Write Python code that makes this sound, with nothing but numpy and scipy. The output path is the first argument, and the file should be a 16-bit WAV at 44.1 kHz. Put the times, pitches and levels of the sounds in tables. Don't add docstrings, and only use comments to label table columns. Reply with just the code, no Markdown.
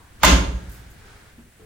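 import sys
import numpy as np
from scipy import signal
from scipy.fft import rfft, irfft, next_fast_len
from scipy.io import wavfile
from scipy.ndimage import uniform_filter1d

SR = 44100
rng = np.random.default_rng(int(sys.argv[2]) if len(sys.argv) > 2 else 0)


def file_out(sig):
    cols = np.atleast_2d(sig).T
    lim = np.clip(cols, -1, 1)
    pcm = np.round(lim * 32767).astype(np.int16)
    wavfile.write(sys.argv[1], SR, pcm)


N = 72765


def amp(db):
    return 10 ** (np.asarray(db) / 20)


def unit(x):
    return x / np.sqrt(np.mean(x ** 2) + 1e-20)


def along(points, hz):
    point_hz, value = np.transpose(points)
    return np.interp(np.log(hz + 1), np.log(point_hz + 1), value)


def since(start_s):
    return np.maximum(np.arange(N) / SR - start_s, 0)


def fade(t, t60):
    return np.exp(-np.log(1000) * t / t60)


def envelope(start_s, rise, t60):
    t = since(start_s)
    return (1 - np.exp(-t / rise)) * fade(t, t60)


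def sine(pitch_hz, t):
    return np.sin(2 * np.pi * pitch_hz * t)


def filtered(x, response):
    size = next_fast_len(N + SR // 4)
    hz = np.fft.rfftfreq(size, 1 / SR)
    return irfft(rfft(x, size) * response(hz), size)[..., :N]


def noise(colour, alike):
    def mid_side(hz):
        angle = np.arccos(np.clip(along(alike, hz), -1, 1)) / 2
        return amp(along(colour, hz)) * np.array([np.cos(angle), np.sin(angle)])

    mid, side = filtered(rng.standard_normal((2, N)), mid_side)
    return unit(np.array([mid + side, mid - side]))


# start_s, level_db (relative)
RUMBLE_LEVEL = [(0, 1), (0.079, -4), (.13, 2.5), (.5, 1.5), (1.0, 3.5), (1.25, -1), (1.471, 1),
                (1.53, -7.5), (1.65, 0)]
# (relative, per Hz)
RUMBLE_COLOUR = [(20, 0), (60, 4), (110, 1.5), (230, -8), (330, -12), (430, -15.5), (580, -19), (720, -28),
                 (1200, -45), (4000, -47)]
# (relative, per Hz)
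HISS_COLOUR = [(30, -18), (300, 0.5), (700, 2.5), (1050, -3.5), (1650, 5), (2500, 0), (5000, -7),
               (7500, -5), (10300, -3), (12000, -11.5), (16000, -5.5)]
# frequency_hz, correlation (-1 to 1)
QUIET_ALIKE = [(60, 1), (300, 0.66), (1000, 0.27), (10000, 0.11)]


def background(rumble_db=-51, hiss_db=-57):
    level_db = rumble_db + np.interp(since(0), *np.transpose(RUMBLE_LEVEL))
    rumble = amp(level_db) * noise(RUMBLE_COLOUR, QUIET_ALIKE)
    return rumble + amp(hiss_db) * noise(HISS_COLOUR, QUIET_ALIKE)


def ticking(level_db=-61, rate_hz=30, pitch_hz=7700, t60=0.036):
    t = since(0)
    return amp(level_db) * fade(t % (1 / rate_hz), t60) * sine(pitch_hz, t)


def swing(level_db=-55, rise=0.0027, t60=0.9):
    colour = [(100, -33), (280, 7), (520, -20), (720, 2), (1100, 8), (1700, -24), (6000, -27)]
    return amp(level_db) * envelope(0, rise, t60) * noise(colour, QUIET_ALIKE)


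# frequency_hz, correlation (-1 to 1)
DIRECT_ALIKE = [(200, 0.28), (1000, 0.52), (3000, 0.28), (8000, 0), (12000, 0.28)]


def hook(level_db=-27, swell_s=0.0094):
    lead = STRIKES[0][0] - np.arange(N) / SR
    colour = [(60, 8), (300, -5.5), (1200, -2.5), (3000, -7), (7000, -14), (9000, -39)]
    swell = np.exp(-abs(lead) / swell_s) * (lead > 0)
    return amp(level_db) * noise(colour, DIRECT_ALIKE) * swell


# start_s, level_db, pitch_hz, swell_s (time to the peak)
ROCKS = [(0.227, -12.5, 58.2, .036), (0.299, -6.5, 59.4, 0.039), (0.3654, -15.5, 57.9, 0.038),
         (.4480, -16.5, 59.2, 0.042), (0.513, -18.5, 56.6, 0.043), (0.657, -27.5, 58.5, 0.0361)]


def rocking(steepness=6):
    out = 0
    for start_s, level_db, pitch_hz, swell_s in ROCKS:
        t = since(start_s)
        u = t / swell_s
        swell = (u * np.exp(1 - u)) ** steepness
        out = out + amp(level_db) * swell * sine(pitch_hz, t)
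    return out


# pitch_hz, level_db (relative), t60_s
LATCH_MODES = [(2025, 2, 0.028), (2370, -7.5, .04), (2910, -3, 0.031), (4170, -4.5, .03), (6570, 0, 0.045),
               (7300, -8, .03)]


def latch(start_s, snap_db, rise=0.00062, ring_db=-7.5):
    out = 0
    for pitch_hz, level_db, t60 in LATCH_MODES:
        cycles = pitch_hz * since(start_s) + rng.random((2, 1))
        out = out + amp(ring_db + snap_db + level_db) * envelope(start_s, rise, t60) * np.sin(2 * np.pi * cycles)
    return out


def contacts(rows, colour, t60, rise):
    return [amp(level_db) * envelope(start_s, rise, t60) * noise(colour, DIRECT_ALIKE)
            for start_s, level_db in rows]


# pitch_hz, level_db (relative), t60_s
KNOCK_MODES = [(542, -3.5, .085), (621, -3.5, 0.073), (919, -0.5, 0.066), (992, 0, 0.075), (1213, 1, 0.057),
               (1474, -13, 0.043), (1902, -13, 0.044)]


def knock(knock_db=-7.5, rise=0.003, lag_s=0.000061):
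    strike_s = STRIKES[0][0]
    t = np.array([since(strike_s), since(strike_s + lag_s)])
    return sum(amp(knock_db + level_db) * envelope(strike_s, rise, t60) * sine(pitch_hz, t)
               for pitch_hz, level_db, t60 in KNOCK_MODES)


# frequency_hz, t60_s
ROOM_T60 = [(60, .9), (200, 0.58), (500, 0.68), (1000, 0.54), (2000, 0.48), (4000, 0.46), (7000, 0.37),
            (10000, 0.45), (15000, 0.25)]
# frequency_hz, level_db (relative)
ROOM_COLOUR = [(25, -5.5), (60, 5), (130, 12), (300, 12.5), (500, 0.5), (1000, 0), (2000, -2), (3200, 1.5),
               (5000, 1), (6800, 1), (8500, -6.5), (12000, -9), (16000, -11.5)]
# frequency_hz, correlation (-1 to 1)
ROOM_ALIKE = [(60, 0.69), (150, 0.77), (300, .7), (600, 0.15), (1200, -0.16), (4000, 0.14), (8000, -.1),
              (12000, 1)]


def kitchen(x, level_db=2.5, rise_s=0.022):
    flat = noise([(20, 0), (20000, 0)], ROOM_ALIKE)
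    hz, t, spectrum = signal.stft(flat, SR, nperseg=256)
    decay = fade(t, along(ROOM_T60, hz)[:, None])
    tail = signal.istft(spectrum * decay, SR, nperseg=256)[1][:, :N]
    tail = tail * (1 - np.exp(-since(0) / rise_s))
    tail = tail / np.linalg.norm(tail[0])
    tail = filtered(tail, lambda f: amp(along(ROOM_COLOUR, f)))
    return amp(level_db) * signal.fftconvolve(x[:1], tail, axes=1)[:, :N]


# start_s, level_db
STRIKES = [(.2330, -9.5), (.2355, -9), (.2425, -13.5)]
# start_s, level_db (before the direct gain)
SNAPS = [(0.231, -18.5), (0.2457, -15.5), (0.2485, -12.5), (0.2498, -13), (0.261, -24), (.2765, -24)]
# (relative, per Hz)
STRIKE_COLOUR = [(60, -21.5), (300, -15), (560, -4.5), (780, -11.5), (980, -3), (1400, -5.5), (2000, -6),
                 (2800, -8), (4000, -14.5), (7000, -21), (10000, -24), (13500, -21.5), (16000, -27.5)]
# (relative, per Hz)
SNAP_COLOUR = [(100, -15), (600, -3.5), (1500, -3.5), (3000, -0.5), (5500, -1.5), (7000, 2), (8500, -4),
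               (10500, -13), (13500, -8.5), (16000, -24)]


def door(knock_room_db=-12, snap_direct_db=1):
    strikes = contacts(STRIKES, STRIKE_COLOUR, t60=0.048, rise=0.00041)
    cracks = contacts(SNAPS, SNAP_COLOUR, t60=0.038, rise=0.0007)
    snaps = [crack + latch(start_s, level_db) for crack, (start_s, level_db) in zip(cracks, SNAPS)]
    body = knock()
    direct = sum(strikes) + amp(snap_direct_db) * sum(snaps) + body
    room = sum(kitchen(blow) for blow in strikes + snaps) + amp(knock_room_db) * kitchen(body)
    return direct + room


# pitch_hz, level_db (relative), t60_s
DOOR_MODES = [(539, -3, 0.51), (567.7, -4, 0.73), (649.7, -1.5, 0.66), (705, -3, 0.61), (902, -1, 0.65),
              (978, 0, 0.56), (1048, 6.5, .45), (1228, -3, 0.51), (1633, -8, 0.85), (1980, -8, .45),
              (1992, 4.5, 0.24), (2784, 0.5, 0.5), (3110, -9, 0.41), (3190, -2.5, 0.34), (4840, -6, 0.3)]


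def ring(ring_db=-26, rise=0.005, spread=0.24):
    strike_s = STRIKES[0][0]
    out = 0
    for pitch_hz, level_db, t60 in DOOR_MODES:
        phase = rng.random() + spread * rng.random((2, 1))
        wave = np.sin(2 * np.pi * (pitch_hz * since(strike_s) + phase))
        out = out + amp(ring_db + level_db) * envelope(strike_s, rise, t60) * wave
    return out


def drum(level_db=-27, rise=0.015, t60=0.61):
    colour = [(3000, -40), (6000, -17), (6400, 3), (6700, 0), (7050, -8), (7500, -19.5), (10000, -43)]
    return amp(level_db) * envelope(STRIKES[0][0], rise, t60) * noise(colour, DIRECT_ALIKE)


# pitch_hz, level_db (relative), t60_s
PANEL_MODES = [(98.4, -10, 0.98), (116.2, -13.5, 1.33), (173.5, -2, .7), (189, -5.5, 0.86),
               (275.4, -3.5, 0.56), (332.6, -11, 0.45), (425, -18, .6)]


def cabinet(panel_db=-13.5, panel_rise=0.041, boom_db=-14.5, boom_hz=58.16, boom_rise=0.017, boom_t60=1.13):
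    strike_s = STRIKES[0][0]
    t = since(strike_s)
    panels = sum(amp(panel_db + level_db) * envelope(strike_s, panel_rise, t60) * sine(pitch_hz, t)
                 for pitch_hz, level_db, t60 in PANEL_MODES)
    return panels + amp(boom_db) * envelope(strike_s, boom_rise, boom_t60) * sine(boom_hz, t)


def shudder(level_db=-29, rise=0.027, t60=1.17):
    colour = [(20, -11), (35, -11), (55, -8), (95, -11), (140, 0.5), (220, -10.5), (450, -27), (700, -28),
              (1500, -69)]
    return amp(level_db) * noise(colour, ROOM_ALIKE) * envelope(STRIKES[0][0], rise, t60)


# start_s, level_db, rise_s, t60_s
BRUSHES = [(0.691, -47, 0.0047, 0.19), (.713, -48, 0.0064, 0.31), (.757, -56.5, .008, 0.26),
           (.902, -49, .004, .15)]
# (relative, per Hz)
BRUSH_COLOUR = [(500, -26), (3000, -5), (7000, 9), (11000, 8), (14500, 12.5), (16000, 8)]
# start_s, level_db
RUSTLE_LEVEL = [(0, -59.5), (.55, -50), (.75, -50.5), (0.952, -54.5), (1.1, -49.5), (1.3, -55), (1.45, -69),
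                (1.65, -61)]
# (relative, per Hz)
RUSTLE_COLOUR = [(100, -45), (430, 2), (570, -9.5), (700, -2.5), (1100, -4.5), (1520, 1), (1720, -1.5),
                 (1850, -3), (2800, -9), (3600, -10), (5000, -12.5), (10000, -20), (16000, -39.5)]


def clothes(grain_db=2.5):
    wander = unit(uniform_filter1d(rng.standard_normal(N), size=130))
    grain = amp(grain_db * wander)
    strokes = sum(amp(level_db) * envelope(start_s, rise, t60) for start_s, level_db, rise, t60 in BRUSHES)
    brush = strokes * noise(BRUSH_COLOUR, QUIET_ALIKE)
    level_db = np.interp(since(0), *np.transpose(RUSTLE_LEVEL))
    rustle = amp(level_db) * noise(RUSTLE_COLOUR, QUIET_ALIKE)
    return grain * brush + rustle


# start_s, level_db (of the whole bump), pitch_hz, t60_s
BUMPS = [(1.378, -43, 237.6, 0.29), (1.384, -46, 334, 0.13), (1.592, -43, 435, .4)]


def bumps(rise=0.0067, skirt_db=-14, thud_db=-3, tone_db=-1):
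    out = 0
    for start_s, level_db, pitch_hz, t60 in BUMPS:
        colour = [(40, -12), (pitch_hz * 0.87, -4), (pitch_hz, 0), (pitch_hz * 1.43, skirt_db),
                  (2000, -24), (8000, -44)]
        thud = amp(thud_db) * noise(colour, QUIET_ALIKE)
        tone = amp(tone_db) * sine(pitch_hz, since(start_s))
        out = out + amp(level_db) * envelope(start_s, rise, t60) * (thud + tone)
    return out


# frequency_hz, left_minus_right_db
BALANCE = [(60, -1.5), (200, 1), (700, 0), (1300, -2), (2400, -3), (4400, -1), (8000, 1.5), (15000, -1)]


def scene():
    machine = swing() + hook() + rocking() + door() + ring() + drum() + cabinet() + shudder()
    halves = np.array([[0.5], [-0.5]])
    machine = filtered(machine, lambda hz: amp(along(BALANCE, hz) * halves))
    return background() + ticking() + machine + clothes() + bumps()


def record(dry, top_hz=16200):
    rounded = dry / (1 + np.abs(dry) ** 8) ** (1 / 8)
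    return filtered(rounded, lambda hz: hz < top_hz)


dry = scene()
out = record(dry)
file_out(out)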